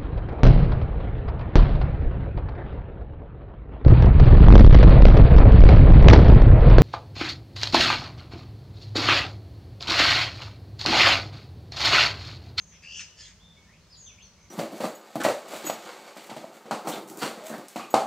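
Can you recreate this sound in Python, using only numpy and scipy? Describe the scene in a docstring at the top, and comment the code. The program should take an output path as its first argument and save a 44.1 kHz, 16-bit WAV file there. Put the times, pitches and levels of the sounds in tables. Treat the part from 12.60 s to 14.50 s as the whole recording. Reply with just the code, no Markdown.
"""A high whistle is heard first, over a low distant rumble and a soft hiss, both of filtered noise.
Coot chicks then beg at the edge of a reed bed: a trilled cry, a gliding tone with octave and upper voice,
breaks into a rasp of pulses through throat resonances; a hoarse second cry is a rasp with thin whistling
tones over it. Other birds whistle and chirp farther off; their notes and the thin tones are gliding sines.
The reeds scatter every call into many small echoes."""
import sys
import numpy as np
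from scipy import signal
from scipy.fft import rfft, irfft
from scipy.io import wavfile
from scipy.ndimage import map_coordinates

SR = 44100
rng = np.random.default_rng(int(sys.argv[2]) if len(sys.argv) > 2 else 0)


def log_audio(samples):
    """Write samples as a 16-bit WAV file to the path given in sys.argv[1]."""
    # one column per channel
    frames = np.atleast_2d(samples).T
    # limit to full scale, then quantise
    limited = np.clip(frames, -1, 1)
    pcm = np.round(limited * 32767).astype(np.int16)
    wavfile.write(sys.argv[1], SR, pcm)


N = 83790  # length in samples

# Spectra of the distant rumble and the hiss: hz, relative_level_db
RUMBLE_SPECTRUM = [(38, -22), (54, 3), (68, -3.5), (100, -1), (130, -10), (168, -2), (215, -9), (280, -19),
                   (600, -17.5), (800, -25), (1500, -49)]
HISS_SPECTRUM = [(400, -40), (900, 2), (2300, -2.5), (4000, -3.5), (5300, -2.5), (6400, -3), (7600, -11),
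                 (9500, -18), (15500, -27.5)]
# Stereo width of the hiss: hz, side_re_mid_db
HISS_WIDTH = [(500, 8), (1200, -12), (2500, -6.5), (5000, -3), (12000, 2)]
RUMBLE_DB, RUMBLE_SIDE_DB = -58, -16.5
HISS_DB, HISS_FLICKER_DB, HISS_FLICKER_HZ = -64, .4, 8.63

# Stereo width of the reed echoes: hz, side_gain_db
ECHO_WIDTH = [(2800, -6), (5000, 0)]
SCATTER_T60_S, TAIL_T60_S, TAIL_DB = 0.34, 0.94, -14
ECHOES_PER_S, FIRST_ECHO_S = 3000, .003

# Whistles and chirps of other birds, and the thin tones within the hoarse cry:
# start_s, length_s, start_hz, middle_hz, end_hz, start_db, end_db, warble_share (of pitch), echo_re_direct_db
GLIDING_NOTES = [ (-.02, .048, 6800, 6380, 6100, -52, -64, .025, 4),
                 (.063, .096, 6500, 6114, 5650, -65.5, -63.5, .038, 5),
                 (.111, .056, 2400, 2543, 2393, -67, -63, .2, 7),
                 (.465, .115, 2850, 2960, 2970, -62, -70, .02, -1),
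                 (.578, .055, 1760, 1760, 1780, -62, -60, .012, -8),
                 (.62, .056, 3450, 3260, 3780, -57, -58, .018, -4),
                 (.622, .045, 4350, 4180, 4020, -60, -55, .016, -6),
                 (.795, .08, 3200, 3590, 3480, -68, -61, .022, -1),
                 (.877, .11, 3620, 3480, 3560, -61, -64, .024, -3),
                 (.967, .078, 2230, 2224, 2190, -63, -70, .004, -1),
                 (1.065, .088, 1730, 2020, 2700, -68, -63, .04, 1),
                 (1.125, .05, 2600, 2950, 3000, -72, -72, .09, 6),
                 (1.205, .05, 4050, 4280, 4200, -69, -73, .045, 2),
                 (1.297, .03, 4900, 5110, 5060, -65, -58, .009, 3),
                 (1.324, .038, 4700, 4300, 3200, -53, -61, .08, 4),
                 (1.368, .12, 7020, 6510, 5990, -56.5, -51.5, .008, -1),
                 (1.371, .1, 7660, 7300, 6850, -72, -67, .02, 2),
                 (1.46, .066, 3700, 2720, 2150, -54.5, -68, .045, 6),
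                 (1.484, .04, 6000, 5850, 5650, -60, -62, .01, -1),
                 (1.575, .05, 2330, 2630, 3550, -61, -56.5, .045, 2),
                 (1.62, .055, 6380, 5980, 5750, -53.5, -61, .014, 0),
                 (1.624, .05, 4300, 4330, 4280, -63, -68, .025, 2),
                 (1.775, .11, 2120, 2270, 2075, -69, -75, .054, 3),
                 (1.795, .06, 6100, 6200, 6130, -69, -64, .025, 1)]
NOTE_ATTACK_S, NOTE_RELEASE_S, WARBLE_HZ, NOTE_PAN_DB = .004, .003, 380, 1.2

# Throat resonances of the rasp in the trilled cry: centre_hz, width_hz (one stage), relative_level_db
RASP_THROAT = [(1824, 530, -5.5), (2610, 2000, 3.5), (4210, 360, -5.5), (6030, 1390, 4.5)]
RASP_RATE_HZ, RASP_JITTER, RASP_AIR = 800, .3, 1.1  # jitter: spread of log rate; air: re pulses

# Hoarse cry, level of each resonance: time_s, first_db, second_db, third_db, fourth_db
HOARSE_LEVELS = [(.565, -85, -70, -64, -70), (.587, -65, -53, -51, -58), (.611, -60, -53.5, -45.5, -56),
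                 (.631, -60, -55, -53, -52.5), (.665, -61, -56, -56, -55), (.693, -58, -59, -58, -54.5),
                 (.72, -61, -68, -68, -68), (.745, -75, -85, -76, -85)]
# Throat resonances of the hoarse cry: centre_hz, width_hz (one stage)
HOARSE_THROAT = [(2150, 1200), (3050, 1500), (4900, 1500), (6370, 750)]
HOARSE_PAN_DB, HOARSE_ECHO_DB = .5, -4

# Course of the trilled cry: time_s, pitch_hz, flick_share (of pitch, negative is down),
# tone_db, octave_db, upper_voice_db, rasp_db
TRILLED_COURSE = [(.222, 2667, -.1, -66, -69, -57, -72), (.228, 2703, -0.247, -56.5, -64, -62, -56.5),
                  (.24, 2674, -0.371, -51.5, -69, -55.5, -60),
                  (0.249, 2756, -0.3606, -48.5, -76, -58, -56.5), (.267, 2760, -.2, -50.5, -82, -59, -60),
                  (.274, 2690, .08, -46, -65, -60.5, -61), (.311, 2701, .14, -46, -59.5, -49, -63),
                  (0.347, 2721, .23, -43.5, -51, -56.5, -61), (.366, 2726, .26, -41, -46.5, -64, -56),
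                  (0.386, 2791, .175, -45.5, -43.5, -78, -52.5), (.397, 2661, .09, -43, -51, -75, -40.5),
                  (.411, 2570, .1, -54, -55, -57, -38.5), (.418, 2560, .06, -66, -48, -65, -42.5),
                  (0.446, 2420, 0.068, -54, -52, -83, -59.5)]
# Resonance that shapes the octave: centre_hz, width_hz (one stage)
OCTAVE_RESONANCE = (6300, 3600)
# Treble roll-off of the cries: hz, gain_db
CRY_ROLL_OFF = [(8000, 0), (10000, -9)]
TRILL_HZ, TRILL_AT_S, TRILL_SWING_DB = 81.5, .2490, 5  # swing: up and down from the middle
FLICK_LAG_CYCLES, FLICK_SHARPNESS = .3, 2
FLICK_DIP_DB = -9  # per unit share of pitch bend
CRY_JITTER = 0.0275  # share of pitch
OCTAVE_ROUGH_RAD, OCTAVE_BUZZ_HZ = 1, 2203
UPPER_HZ, UPPER_JITTER = 4830, 0.052  # jitter: share of pitch
CRY_PAN_DB, CRY_ECHO_DB = 2.5, -4

MIC_LAG_S = .00002
TOP_HZ = 15700

SIDES = np.array([[1], [-1]])  # sign of the side signal at left and right


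def undb(db):
    """Logarithmic level: decibels to amplitude gain."""
    return 10 ** (np.asarray(db) / 20)


def unit(x):
    """Normalisation of power: scale to rms 1."""
    return x / np.sqrt(np.mean(x ** 2))


def colour(x, points):
    """Linear filtering: weight the spectrum by (hz, gain_db) points joined on a log frequency axis."""
    hz, db = np.array(points, float).T
    f = np.arange(N // 2 + 1) * SR / N
    gain_db = np.interp(np.log(f + 1), np.log(hz), db)
    return irfft(rfft(x) * undb(gain_db), N)


def walk(rate):
    """Band-limited fluctuation: a cubic curve through `rate` random points per second, rms 1."""
    positions = np.arange(N) * rate / SR
    return unit(map_coordinates(rng.standard_normal(N), [positions], order=3, mode="wrap"))


def swell(times, db):
    """Amplitude envelope: gain along a level curve, practically silent outside it."""
    return undb(np.interp(np.arange(N) / SR, times, db, left=-150, right=-150))


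def resonate(x, hz, width):
    """Resonance: two equal second-order peaks in cascade give steep flanks; output rms 1."""
    b, a = signal.iirpeak(hz, hz / width, fs=SR)
    once = signal.lfilter(b, a, x)
    return unit(signal.lfilter(b, a, once))


def place(x, pan_db):
    """Interaural level difference: a positive pan_db makes the left louder than the right."""
    return x * undb(SIDES * pan_db / 2)


def background():
    """Broadband noise: a distant rumble, nearly the same on both sides, under a wide soft hiss."""
    low, low_side, high, high_side = rng.standard_normal((4, N))
    rumble_mid = unit(colour(low, RUMBLE_SPECTRUM))
    rumble_side = undb(RUMBLE_SIDE_DB) * unit(colour(low_side, RUMBLE_SPECTRUM))
    hiss_mid = unit(colour(high, HISS_SPECTRUM))
    hiss_side = colour(unit(colour(high_side, HISS_SPECTRUM)), HISS_WIDTH)
    rumble = undb(RUMBLE_DB) * (rumble_mid + SIDES * rumble_side)
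    hiss_gain = undb(HISS_DB + HISS_FLICKER_DB * walk(HISS_FLICKER_HZ))
    return rumble + hiss_gain * (hiss_mid + SIDES * hiss_side)


def reeds(x):
    """Multiple scattering: many small echoes from the stems, then a fainter tail from the banks."""
    t = np.arange(N) / SR
    scatter = undb(-60 * t / SCATTER_T60_S)
    tail = undb(TAIL_DB - 60 * t / TAIL_T60_S)
    decay = (scatter + tail) * (t > FIRST_ECHO_S)
    strengths = rng.standard_normal((2, N))
    arrivals = rng.random((2, N)) < ECHOES_PER_S / SR
    mid, side = strengths * arrivals * decay
    echoes = mid + colour(side, ECHO_WIDTH) * SIDES
    response = unit(echoes) / np.sqrt(N)  # total energy 1, averaged over both sides
    return signal.fftconvolve(x[None], response, axes=1)[:, :N]


def gliding_notes():
    """Frequency modulation: sines glide along a parabolic arc with a random warble."""
    t = np.arange(N) / SR
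    direct, send = 0, 0
    for start, length, first, middle, last, start_db, end_db, warble, echo_db in GLIDING_NOTES:
        u = np.clip((t - start) / length, 0, 1)  # progress through the note
        arc = np.polyval(np.polyfit([0, .5, 1], [first, middle, last], 2), u)
        hz = arc * (1 + warble * walk(WARBLE_HZ))
        attack = np.clip((t - start) / NOTE_ATTACK_S, 0, 1)
        release = np.clip((start + length - t) / NOTE_RELEASE_S, 0, 1)
        level_db = start_db + (end_db - start_db) * u + 2 * walk(WARBLE_HZ)
        gain = attack * release * undb(level_db)
        note = np.sqrt(2) * gain * np.sin(2 * np.pi * np.cumsum(hz) / SR)
        direct = direct + note
        send = send + undb(echo_db) * note
    return place(direct + reeds(send), NOTE_PAN_DB)


def rasp():
    """Aperiodic excitation: irregular throat pulses, each with a decaying puff of air noise."""
    rate = RASP_RATE_HZ * np.exp(RASP_JITTER * walk(RASP_RATE_HZ))
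    cycles = np.cumsum(rate) / SR
    pulses = np.diff(np.floor(cycles), prepend=0) * undb(2 * walk(300))
    puffs = np.exp(-(cycles % 1) / .5) * rng.standard_normal(N)
    return unit(pulses) + RASP_AIR * unit(puffs)


def hoarse_cry():
    """Source and filter: rasping pulses through four throat resonances, each with its own swelling level."""
    times, *levels = np.array(HOARSE_LEVELS).T
    source = rasp()
    cry = 0
    for level_db, (hz, width) in zip(levels, HOARSE_THROAT):
        cry = cry + swell(times, level_db) * resonate(source, hz, width)
    return place(cry + undb(HOARSE_ECHO_DB) * reeds(cry), HOARSE_PAN_DB)


def trilled_cry():
    """Joint pitch and level modulation: trill beats flick down, then up; the octave grows until a rasp."""
    t = np.arange(N) / SR
    times, hz, flick, tone_db, octave_db, upper_db, rasp_db = np.array(TRILLED_COURSE).T
    beat = 2 * np.pi * TRILL_HZ * (t - TRILL_AT_S) + 0.056 * walk(40.4)

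    # the pitch bends once per beat, in a brief flick soon after the beat's loudest moment
    flick_phase = beat - 2 * np.pi * FLICK_LAG_CYCLES
    flick_shape = np.exp(FLICK_SHARPNESS * (np.cos(flick_phase) - 1))
    bend = 1 + np.interp(t, times, flick) * flick_shape + CRY_JITTER * walk(700)
    phase = 2 * np.pi * np.cumsum(np.interp(t, times, hz) * bend) / SR
    throb_db = TRILL_SWING_DB * np.cos(beat) + FLICK_DIP_DB * abs(bend - 1) + 2 * walk(500)
    throb = unit(undb(throb_db))
    tone = swell(times, tone_db) * np.sqrt(2) * np.sin(phase) * throb

    # the octave is roughened in phase and throbs half as deeply in dB
    rough_octave = np.sin(2 * phase + OCTAVE_ROUGH_RAD * walk(OCTAVE_BUZZ_HZ)) * np.sqrt(throb)
    octave = swell(times, octave_db) * resonate(rough_octave, *OCTAVE_RESONANCE)

    # the upper voice is loudest between the beats
    upper_phase = 2 * np.pi * np.cumsum(UPPER_HZ * (1 + UPPER_JITTER * walk(900))) / SR
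    upper_throb = unit(undb(-TRILL_SWING_DB * np.cos(beat)))
    upper = swell(times, upper_db) * np.sqrt(2) * np.sin(upper_phase) * upper_throb

    source = rasp()
    harsh = 0
    for centre, width, level_db in RASP_THROAT:
        harsh = harsh + undb(level_db) * resonate(source, centre, width)
    cry = tone + octave + upper + swell(times, rasp_db) * unit(harsh)
    return place(cry + undb(CRY_ECHO_DB) * reeds(cry), CRY_PAN_DB)


def scene():
    """Superposition and interaural delay: trill and rasp reach the right microphone slightly late."""
    left, right = colour(trilled_cry() + hoarse_cry(), CRY_ROLL_OFF)
    f = np.arange(N // 2 + 1) * SR / N
    delay = np.exp(-2j * np.pi * f * MIC_LAG_S)
    cries = np.array([left, irfft(rfft(right) * delay, N)])
    return background() + gliding_notes() + cries


def record(dry):
    """Band limiting: the recorder cuts the top with a steep elliptic low-pass."""
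    low_pass = signal.ellip(10, .1, 70, TOP_HZ, fs=SR, output="sos")
    return signal.sosfilt(low_pass, dry)


dry = scene()
out = record(dry)
log_audio(out)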